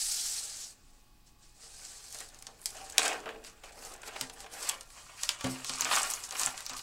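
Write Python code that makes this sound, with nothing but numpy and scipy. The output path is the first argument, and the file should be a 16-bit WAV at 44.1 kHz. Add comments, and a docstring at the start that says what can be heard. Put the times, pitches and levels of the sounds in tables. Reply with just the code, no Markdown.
"""A cardboard puzzle box slides over a table, is turned, prised open and tipped out, close by.
Card hisses as it rubs on paper and skin. Loose pieces tumble inside and make the hollow box ring,
low while it is shut and higher once it is open. Edges snap, pieces tick on the table, and soft
blows make the table top ring. A small quiet room answers; air rushes and lamps hum faintly."""
import sys
import numpy as np
from scipy import signal
from scipy.fft import rfft, irfft, next_fast_len
from scipy.io import wavfile
from scipy.ndimage import uniform_filter1d, map_coordinates

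SR = 44100
rng = np.random.default_rng(int(sys.argv[2]) if len(sys.argv) > 2 else 0)


def store_wav(level_fs):
    """Save 16-bit WAV to argv[1]."""
    pcm = np.round(np.clip(np.atleast_2d(level_fs), -1, 1) * 32767)
    wavfile.write(sys.argv[1], SR, pcm.T.astype(np.int16))


N = 300762

# The box slides over the table twice, then rests in the hands. Each row: time in seconds, rubbing
# in dB, sizzle of the glossy coat in dB compared with the rubbing, drone of the box in dB.
SLIDE = [(0.0, -34.5, -10.5, -63), (0.307, -36, -10, -58), (0.517, -44.5, -15, -58.5),
         (0.635, -44, -13, -63), (0.72, -55.5, -11, -65), (0.77, -70.5, -13, -74), (0.928, -68.5, -12, -74),
         (1.185, -79, -1, -81), (1.5, -79, -7, -90), (1.634, -52, -16, -58), (1.7, -55, -16, -65),
         (1.84, -49, -15.5, -59), (2.041, -53.5, -12, -61), (2.2, -50, -6, -64), (2.33, -63, -16, -72.5),
         (3.2, -68, -8, -62), (6.82, -72, -16, -76)]


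def amp(db):
    """Turn decibels into a gain."""
    return 10 ** (np.asarray(db) / 20)


def unit(x):
    """Scale a sound to an average power of 1."""
    return x / np.sqrt(np.mean(x ** 2) + 1e-20)


def along(points, hz):
    """Read between (Hz, value) points on a log frequency axis."""
    freqs, values = np.transpose(points)
    return np.interp(np.log(hz + 1), np.log(freqs + 1), values)


def curves(rows):
    """One value per sample for each column after the time."""
    times, *columns = np.transpose(rows)
    return [np.interp(np.arange(N) / SR, times, column) for column in columns]


def wobble(rate):
    """A smooth random curve through rate points a second."""
    return map_coordinates(rng.standard_normal(int(N * rate / SR) + 4), [np.arange(N) * rate / SR])


def filtered(x, response):
    """Filter x; response gives the gain at each frequency."""
    size = next_fast_len(len(x) + 8192)
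    return irfft(rfft(x, size) * response(np.fft.rfftfreq(size, 1 / SR)), size)[:len(x)]


def shortest_pulse(spectrum, size=2048):
    """The shortest pulse of energy 1 with the tone colour of these (Hz, dB) points."""
    gains = amp(along(spectrum, np.fft.rfftfreq(size, 1 / SR)))
    cepstrum = irfft(np.log(gains + 1e-6), size)
    cepstrum[1:size // 2] *= 2  # folding it moves the energy to the start
    cepstrum[size // 2 + 1:] = 0
    pulse = irfft(np.exp(rfft(cepstrum)), size)[:size // 2]
    return pulse / np.linalg.norm(pulse)


def swells(peak_s, level_db, rise_s, fall_s, depth_db=26, roundness=1.04):
    """Summed power of movements that each gain depth_db over their rise and lose it over their fall."""
    samples = np.arange(0, N, 32)
    late = samples / SR - peak_s[:, None]
    away = np.where(late < 0, -late / rise_s[:, None], late / fall_s[:, None])
    power = amp(2 * (level_db[:, None] - depth_db * away ** roundness)).sum(axis=0)
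    return np.interp(np.arange(N), samples, power)


def grains(rate, life_s, scatter_db=7):
    """Edges catch at random, rate times a second; each catch is a short puff of noise."""
    catches = (rng.random(N) < rate / SR) * amp(scatter_db * rng.standard_normal(N))
    fade = amp(-60 * np.arange(2000) / SR / life_s)
    return unit(signal.fftconvolve(catches, fade)[:N] * rng.standard_normal(N))


def patchy(x, depth_db, bands):
    """Every contact has its own tone colour: random gain in patches of pitch and time."""
    spectra = signal.stft(x, nperseg=256)[2]
    patches = uniform_filter1d(rng.standard_normal(spectra.shape), bands, axis=0)
    patches = uniform_filter1d(patches, 10, axis=1)
    return unit(signal.istft(spectra * amp(depth_db * unit(patches)), nperseg=256)[1][:N])


def friction(coarse, rate, life_s, bands, depth_db):
    """Fibres give a slightly uneven hiss; catching edges add coarse grains."""
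    hiss = unit(rng.standard_normal(N) * amp(0.36 * wobble(40) + 0.99 * wobble(150)))
    mix = np.sqrt(1 - coarse) * hiss + np.sqrt(coarse) * grains(rate, life_s)
    return patchy(mix, depth_db, bands)


def rubbing(coarse, sizzle_hz=10000):
    """Card rubs on paper and skin: a broad hiss, with more or less sizzle on top."""
    # Strokes of card on skin and card. Each row: peak time in seconds, level in dB,
    # rise and fall in seconds, sizzle in dB compared with the level.
    strokes = [(1.273, -60.5, 0.028, 0.071, -22), (1.431, -60, 0.055, 0.28, -24), (2.15, -51, .08, .08, -9),
               (2.205, -52, .08, 0.18, -15), (2.349, -60.5, .06, .4, -10), (2.482, -72, .05, 0.34, -12),
               (2.62, -60, 0.055, 0.44, 3), (2.672, -43.5, .03, .13, -10), (2.77, -50.5, .1, 0.63, -15),
               (2.923, -60, 0.14, .3, -3), (2.995, -34, 0.018, 0.11, -19), (3.035, -34, 0.057, 0.17, -15),
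               (3.38, -66, .035, 0.037, -24), (3.465, -48, 0.04, 0.08, -12), (3.642, -53, 0.016, 0.1, -12),
               (3.857, -48.5, 0.2, 0.14, -6.5), (3.943, -52.5, 0.13, 0.03, -10),
               (4.08, -45, .07, 0.028, -8), (4.226, -45.5, 0.21, 0.13, -16),
               (4.338, -51, 0.028, 0.027, -3.5), (4.41, -48, 0.083, 0.081, -13),
               (4.53, -49, 0.043, 0.45, -6.5), (4.63, -42.5, 0.13, 0.19, -7.5), (4.69, -40, 0.09, .1, -10),
               (4.905, -55, 0.028, 0.12, -7), (4.981, -53, 0.15, 0.55, -13), (5.248, -41, .13, 0.072, -10),
               (5.308, -41, .07, 0.082, -14), (5.446, -44, 0.16, 0.062, -23.5),
               (5.511, -44, 0.12, 0.24, -9), (5.677, -37.5, 0.083, 0.26, -20),
               (5.823, -38.5, 0.14, 0.32, -16), (5.937, -31, 0.098, 0.29, -8),
               (6.12, -41, 0.089, 0.23, -5.5), (6.249, -41, 0.048, 0.063, -13),
               (6.407, -35, 0.11, 0.18, -5.5), (6.475, -37.5, 0.12, 0.086, -27),
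               (6.581, -46, .1, 0.32, -12), (6.697, -46, 0.078, .15, -23),
               (6.773, -41.5, 0.03, 0.12, -10.5)]
    # The tone colour of rubbed paper. Each row: frequency in Hz, level in dB.
    paper = [(180, -84.5), (300, -97), (354, -60), (584, -56), (749, -10), (994, -22.5), (1300, -13),
             (1970, -12.5), (3700, -3), (4400, 3), (5200, 3), (6200, 3), (7950, 5.5), (16000, -23)]
    slide_db, coat_db, _ = curves(SLIDE)
    peak_s, level_db, rise, fall, sizzle_db = np.transpose(strokes)
    hiss_power = amp(2 * slide_db) + swells(peak_s, level_db, rise, fall)
    sizzle_power = amp(2 * (slide_db + coat_db)) + swells(peak_s, level_db + sizzle_db, rise, fall)
    scrape = friction(coarse, rate=250, life_s=0.017, bands=8, depth_db=1.56)
    rub = signal.fftconvolve(scrape, shortest_pulse(paper))[:N]
    sizzle = filtered(rub, lambda hz: 1 / (1 + (sizzle_hz / (hz + 1)) ** 12))
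    return np.sqrt(hiss_power) * unit(rub - sizzle) + np.sqrt(sizzle_power) * unit(sizzle)


def shifting(coarse, weight_hz=900):
    """Sliding and shifting shake the walls of the box; weight is heard in the low part."""
    # Pieces and fingers move against the box. Each row: peak time in seconds, level in dB,
    # rise and fall in seconds, low part in dB compared with the level.
    shifts = [(1.279, -71, .05, .05, 3), (1.425, -67.5, .045, 0.23, -4), (2.15, -45, 0.015, 0.032, 3.5),
              (2.21, -49.5, 0.064, 0.1, -0.5), (2.35, -58, 0.13, 0.18, 3.5),
              (2.484, -63.5, 0.017, .1, 17.5), (2.612, -64, .07, .1, 5), (2.672, -68, 0.044, .3, 6),
              (2.77, -50.5, 0.12, 0.48, 5), (2.997, -32, 0.041, 0.24, 0.5), (3.081, -30, 0.14, 0.13, 3.5),
              (3.15, -39, 0.12, 0.043, 8.5), (3.263, -48, .012, 0.13, 13),
              (3.292, -43.5, 0.067, 0.094, 7.5), (3.474, -50.5, 0.082, .11, -7),
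              (3.646, -48.5, 0.027, 0.12, 4.5), (3.77, -57, 0.068, .1, 14), (3.869, -48.5, 0.14, 0.4, 4),
              (4.087, -41.5, 0.06, .045, 3), (4.159, -44, 0.13, 0.067, 1), (4.229, -45, 0.1, .065, 3),
              (4.44, -53.5, 0.34, .1, 6.7), (4.538, -46.5, 0.08, 0.36, 0.5), (4.7, -41.5, 0.21, 0.13, 3.5),
              (4.977, -55, 0.092, 0.16, 6), (5.095, -52, 0.023, 0.061, 7.5), (5.246, -49, 0.26, 0.092, -2),
              (5.306, -46, 0.084, 0.2, -8), (5.41, -51, 0.054, 0.049, -12),
              (5.452, -38.5, 0.031, 0.11, 9.5), (5.56, -49, 0.33, 0.31, 0),
              (5.699, -37.5, 0.022, 0.069, -3.5), (5.821, -40, 0.16, 0.15, 1), (5.859, -32, 0.01, 0.21, -1),
              (5.915, -24, 0.017, 0.086, -1.5), (5.976, -27, 0.078, 0.047, 2),
              (6.04, -37, 0.091, 0.21, -1.5), (6.2, -50.5, 1, 0.32, 4), (6.322, -42, 0.014, 0.086, 5.5),
              (6.414, -37, 0.089, 0.2, 4.5), (6.591, -47, 0.06, 0.13, -5), (6.708, -43.5, 0.051, 0.17, 3)]
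    drone_power = amp(2 * curves(SLIDE)[2])
    peak_s, level_db, rise, fall, weight_db = np.transpose(shifts)
    high_power = drone_power + swells(peak_s, level_db, rise, fall)
    low_power = drone_power + swells(peak_s, level_db + weight_db, rise, fall)
    scrape = friction(coarse, rate=150, life_s=0.025, bands=2, depth_db=2.5)
    low = filtered(scrape, lambda hz: 1 / (1 + (hz / weight_hz) ** 6))
    return np.sqrt(high_power) * (scrape - low) + np.sqrt(low_power) * low


def resonances(peaks, floor_db):
    """A filter response with ringing peaks over a flat floor."""
    return lambda hz: amp(floor_db) + sum(
        amp(db) * 1j * hz * width / (centre ** 2 - hz ** 2 + 1j * hz * width)
        for centre, width, db in peaks)


def hollow_box(shaking, opening):
    """The hollow box rings low when shut, higher and thinner when open."""
    # The tone colour of card around trapped air, and open to the room.
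    # Each row: frequency in Hz, level in dB.
    shut_walls = [(90, -33), (250, -10), (500, -10), (1200, -7), (3000, -9.5), (9000, -30)]
    open_walls = [(150, -33.5), (500, -8.5), (900, -4), (2500, -1.5), (3600, -6), (9000, -31)]
    # The notes of the box with its lid on and off. Each row: pitch in Hz, width in Hz, level in dB.
    shut_notes = [(460, 32, 0.5), (619, 80, -4), (777, 84, 2), (1600, 360, -5.5), (2450, 250, -13)]
    open_notes = [(755, 36, -7.5), (994, 240, -7.5), (1151, 149, 0.5), (1379, 36, 0), (1850, 53, -7),
                  (2500, 320, -13), (2900, 130, -5.5)]
    shut = signal.fftconvolve(shaking * np.sqrt(1 - opening), shortest_pulse(shut_walls))[:N]
    opened = signal.fftconvolve(shaking * np.sqrt(opening), shortest_pulse(open_walls))[:N]
    return (filtered(shut, resonances(shut_notes, floor_db=-8.5))
            + filtered(opened, resonances(open_notes, floor_db=-4.5)))


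def room_echo(x, block=8192, delay=120):
    """The room's echo dies faster in the treble and keeps changing as the hands move."""
    # How long the room rings. Each row: frequency in Hz, seconds to fade by 60 dB.
    fade_times = [(300, 0.97), (1300, 0.22), (3500, 0.17), (10000, 0.026)]
    echo = np.zeros(N + SR)
    for start in range(0, N, block):
        hz, t, spectra = signal.stft(rng.standard_normal(SR // 3), SR, nperseg=256)
        fade = amp(-60 * t / along(fade_times, hz)[:, None])
        tail = signal.istft(spectra * fade, SR, nperseg=256)[1]
        answer = signal.fftconvolve(x[start:start + block], tail / np.linalg.norm(tail))
        echo[start + delay:][:len(answer)] += answer
    return echo[:N]


def room_tone():
    """Steady air and ventilation noise, with the hum of the lamps."""
    # The colour of the air noise, and the lamps' tones. Each row: frequency in Hz, relative level in dB.
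    air_colour = [(12, -6.5), (24, 1.5), (40, -7.5), (70, -12.5), (100, -19.5), (300, -22.5), (450, -32.5),
                  (1000, -32.5), (1140, -24.5), (1290, -37), (5000, -34.5), (9000, -47.5), (16000, -38.5)]
    lamp_tones = [(120, -77.5), (360, -87), (720, -88), (840, -81.5), (1200, -96), (2525, -84.5)]
    air = unit(filtered(rng.standard_normal(N), lambda hz: amp(along(air_colour, hz))))
    t = np.arange(N) / SR
    hum = sum(amp(db + 5 + 0.71 * wobble(2.12)) * np.sin(2 * np.pi * (hz * t + rng.random()))
              for hz, db in lamp_tones)
    return amp(-60) * air + hum


def ticks():
    """Each tick is a sharp blow with a short rattle; a softer knock is returned for the box."""
    # Edges snap and pieces tick. Each row: start in seconds, level in dB, pitch in Hz, spread in octaves.
    hits = [(2.1258, -31.5, 8810, .69), (2.1463, -27.5, 7400, 0.64), (2.1875, -28.5, 6850, 0.53),
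            (2.2046, -24, 6940, 0.41), (2.3454, -39, 6550, 0.59), (2.4241, -30, 7980, 0.64),
            (2.4684, -24, 5700, 0.43), (2.616, -39, 8480, .19), (2.658, -8.5, 7200, 0.58),
            (2.7054, -29, 8340, .35), (2.768, -31, 7030, .32), (2.9235, -32, 7200, 0.19),
            (2.9817, 3.5, 4960, .82), (3.0316, -33, 7000, .78), (3.0588, -17, 3850, .88),
            (3.08, -10.5, 6900, .36), (3.258, -37, 2870, 0.66), (3.2905, -33, 2570, .87),
            (3.4406, -39, 6540, .84), (3.4473, -32, 5300, 0.69), (3.6367, -37, 3250, 1.27),
            (3.85, -31, 7200, 0.21), (4.0184, -35, 7700, .29), (4.0327, -37, 3180, 0.98),
            (4.0805, -33, 4420, .96), (4.161, -39, 2230, 1.26), (4.2114, -11, 6700, 1),
            (4.298, -26.5, 4230, 0.76), (4.4046, -31.5, 5900, 0.83), (4.4623, -41, 2940, 1.1),
            (4.6276, -23.5, 7880, .15), (4.6908, -10, 8900, 0.27), (4.695, -8.5, 6550, 0.91),
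            (4.8094, -26.5, 6500, .47), (4.902, -48, 4500, 1.1), (5.2342, -8.5, 6000, 0.55),
            (5.2913, -4.5, 4800, 0.65), (5.4097, -24, 3530, 1.2), (5.4434, -20.5, 3400, 1.3),
            (5.646, -18.5, 5720, .9), (5.6954, -15, 5100, 0.62), (5.809, -6.5, 6400, 0.11),
            (5.82, -17, 3580, 0.95), (5.8531, -25, 2370, .42), (5.912, -24, 2330, .38),
            (5.9288, -20, 2460, .77), (5.955, -13.5, 6700, 0.11), (5.963, -9, 6700, 0.44),
            (5.9838, -14.5, 6300, 0.59), (6.0318, -12, 7900, 0.25), (6.102, -14.5, 8700, 0.43),
            (6.111, -15, 9500, 0.37), (6.1372, -16, 6560, 0.13), (6.2386, -22, 6460, 0.43),
            (6.2904, -28, 6850, 0.37), (6.309, -19, 5950, .51), (6.3252, -28, 5160, 0.43),
            (6.3544, -31, 5770, 0.37), (6.368, -29, 5630, 0.17), (6.3962, -13, 7400, 0.21),
            (6.4336, -12.5, 6650, .34), (6.4613, -8.5, 7840, 0.15), (6.5775, -23.5, 5560, 0.54),
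            (6.606, -25.5, 6100, 1.1), (6.6644, -19, 5270, 0.21), (6.6955, -23, 5100, 0.24),
            (6.7345, -27, 5140, 0.23), (6.7928, -26.5, 4740, 0.28)]
    # The ticks have little bass and a softened top treble. Each row: frequency in Hz, level in dB.
    tick_colour = [(200, -15), (1500, 4.5), (9000, 2.5), (11000, -4.0), (16000, -7.5)]
    crack, knock = np.zeros((2, N + SR))
    t = np.arange(3072) / SR
    rattle_fade = amp(-3.5 - 60 * t / 0.0026) + amp(-60 * t / 0.014) + amp(-22 - 60 * t / 0.15)
    rattle_shape = rattle_fade * (1 - np.exp(-t / 0.00024))
    knock_shape = amp(-60 * t / 0.043) * (1 - np.exp(-t / 0.001))
    steps = np.arange(-6, 7)
    for start_s, db, hz, spread in hits:
        rattle_noise, knock_noise = rng.standard_normal((2, len(t)))
        band_hz = hz * 2 ** (spread * steps / 2)
        band_db = np.maximum(-0.55 * steps ** 2, -19) + along(tick_colour, band_hz)
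        blow = shortest_pulse([(104, -71), *zip(band_hz, band_db)], size=512)
        rattle = signal.fftconvolve(rattle_noise * rattle_shape, blow)[:len(t)]
        # Rattle and knock grow more slowly than the blow; duller ticks knock more.
        rattle_db = -31.5 + 0.76 * (db + 19.5)
        knock_db = -39 + 0.51 * (db + 20) - 13 * np.log2(hz / 5000)
        start = round(start_s * SR)
        crack[start:][:len(blow)] += amp(db - 2.5) * blow / np.max(np.abs(blow))
        crack[start:][:len(t)] += amp(rattle_db) * rattle
        knock[start:][:len(t)] += amp(knock_db) * knock_noise * knock_shape
    return crack[:N], knock[:N]


def table_thumps(thud_s=0.03, thud_hz=410):
    """A padded blow thuds and rings the table top; resting arms make the ring waver."""
    # Soft blows that reach the table. Each row: start in seconds, level in dB.
    blows = [(4.207, -43.5), (5.44, -24), (5.696, -41.5), (5.82, -43.5), (6.411, -53), (6.459, -45.5),
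             (6.706, -50)]
    # The table's low notes. Each row: pitch in Hz, relative level in dB, seconds to fade by 60 dB.
    notes = [(64, -17, 0.23), (131, -4, 0.42), (192.5, -10.5, 0.3), (259, -1, 0.4), (347, -16, 0.49),
             (438, -18, 0.42), (540, -7, 0.15), (658, -13, 0.29)]
    ringing, thud_gain = np.zeros((2, N + SR))
    t = np.arange(SR // 2) / SR
    wavers = [amp(4 * np.tanh(wobble(35))) for _ in notes]
    noise = rng.standard_normal(N + SR)
    dull_noise = unit(filtered(noise, lambda hz: hz / (hz + 40) / (1 + (hz / thud_hz) ** 2)))
    for start_s, db in blows:
        start = round(start_s * SR)
        thud_gain[start:][:len(t)] += amp(db - 0.5 - 60 * t / thud_s) * (1 - np.exp(-t / 0.0014))
        for (hz, note_db, fade_s), waver in zip(notes, wavers):
            shape = amp(db - 4.5 + note_db - 60 * t / fade_s) * (1 - np.exp(-t / 0.0056))
            ringing[start:][:len(t)] += shape * np.sin(2 * np.pi * hz * t) * waver[start - len(t):start]
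    return (ringing + thud_gain * dull_noise)[:N]


def scene():
    """The box is handled and opened over the table in a quiet room."""
    # How grainy the friction is. Each row: time in seconds, share of coarse grains from 0 to 1.
    graininess = [(0, 0), (2, 0.15), (2.3, 0.38), (4.5, 0.28), (5, 0.14), (5.7, 0.44), (6.82, 0.38)]
    coarse = curves(graininess)[0]
    opening = curves([(4.6, 0.11), (4.66, 0.96)])[0]  # the share of open-box sound jumps as the lid parts
    shaking = shifting(coarse)
    crack, knock = ticks()
    near = rubbing(coarse) + crack + hollow_box(shaking + knock, opening)
    return (near + amp(-10.5) * room_echo(near) + table_thumps() + room_tone())[None]


def record(dry):
    """Cut away the highest treble, above 15800 Hz."""
    return filtered(dry[0], lambda hz: hz < 15800)[None]


dry = scene()
out = record(dry)
store_wav(out)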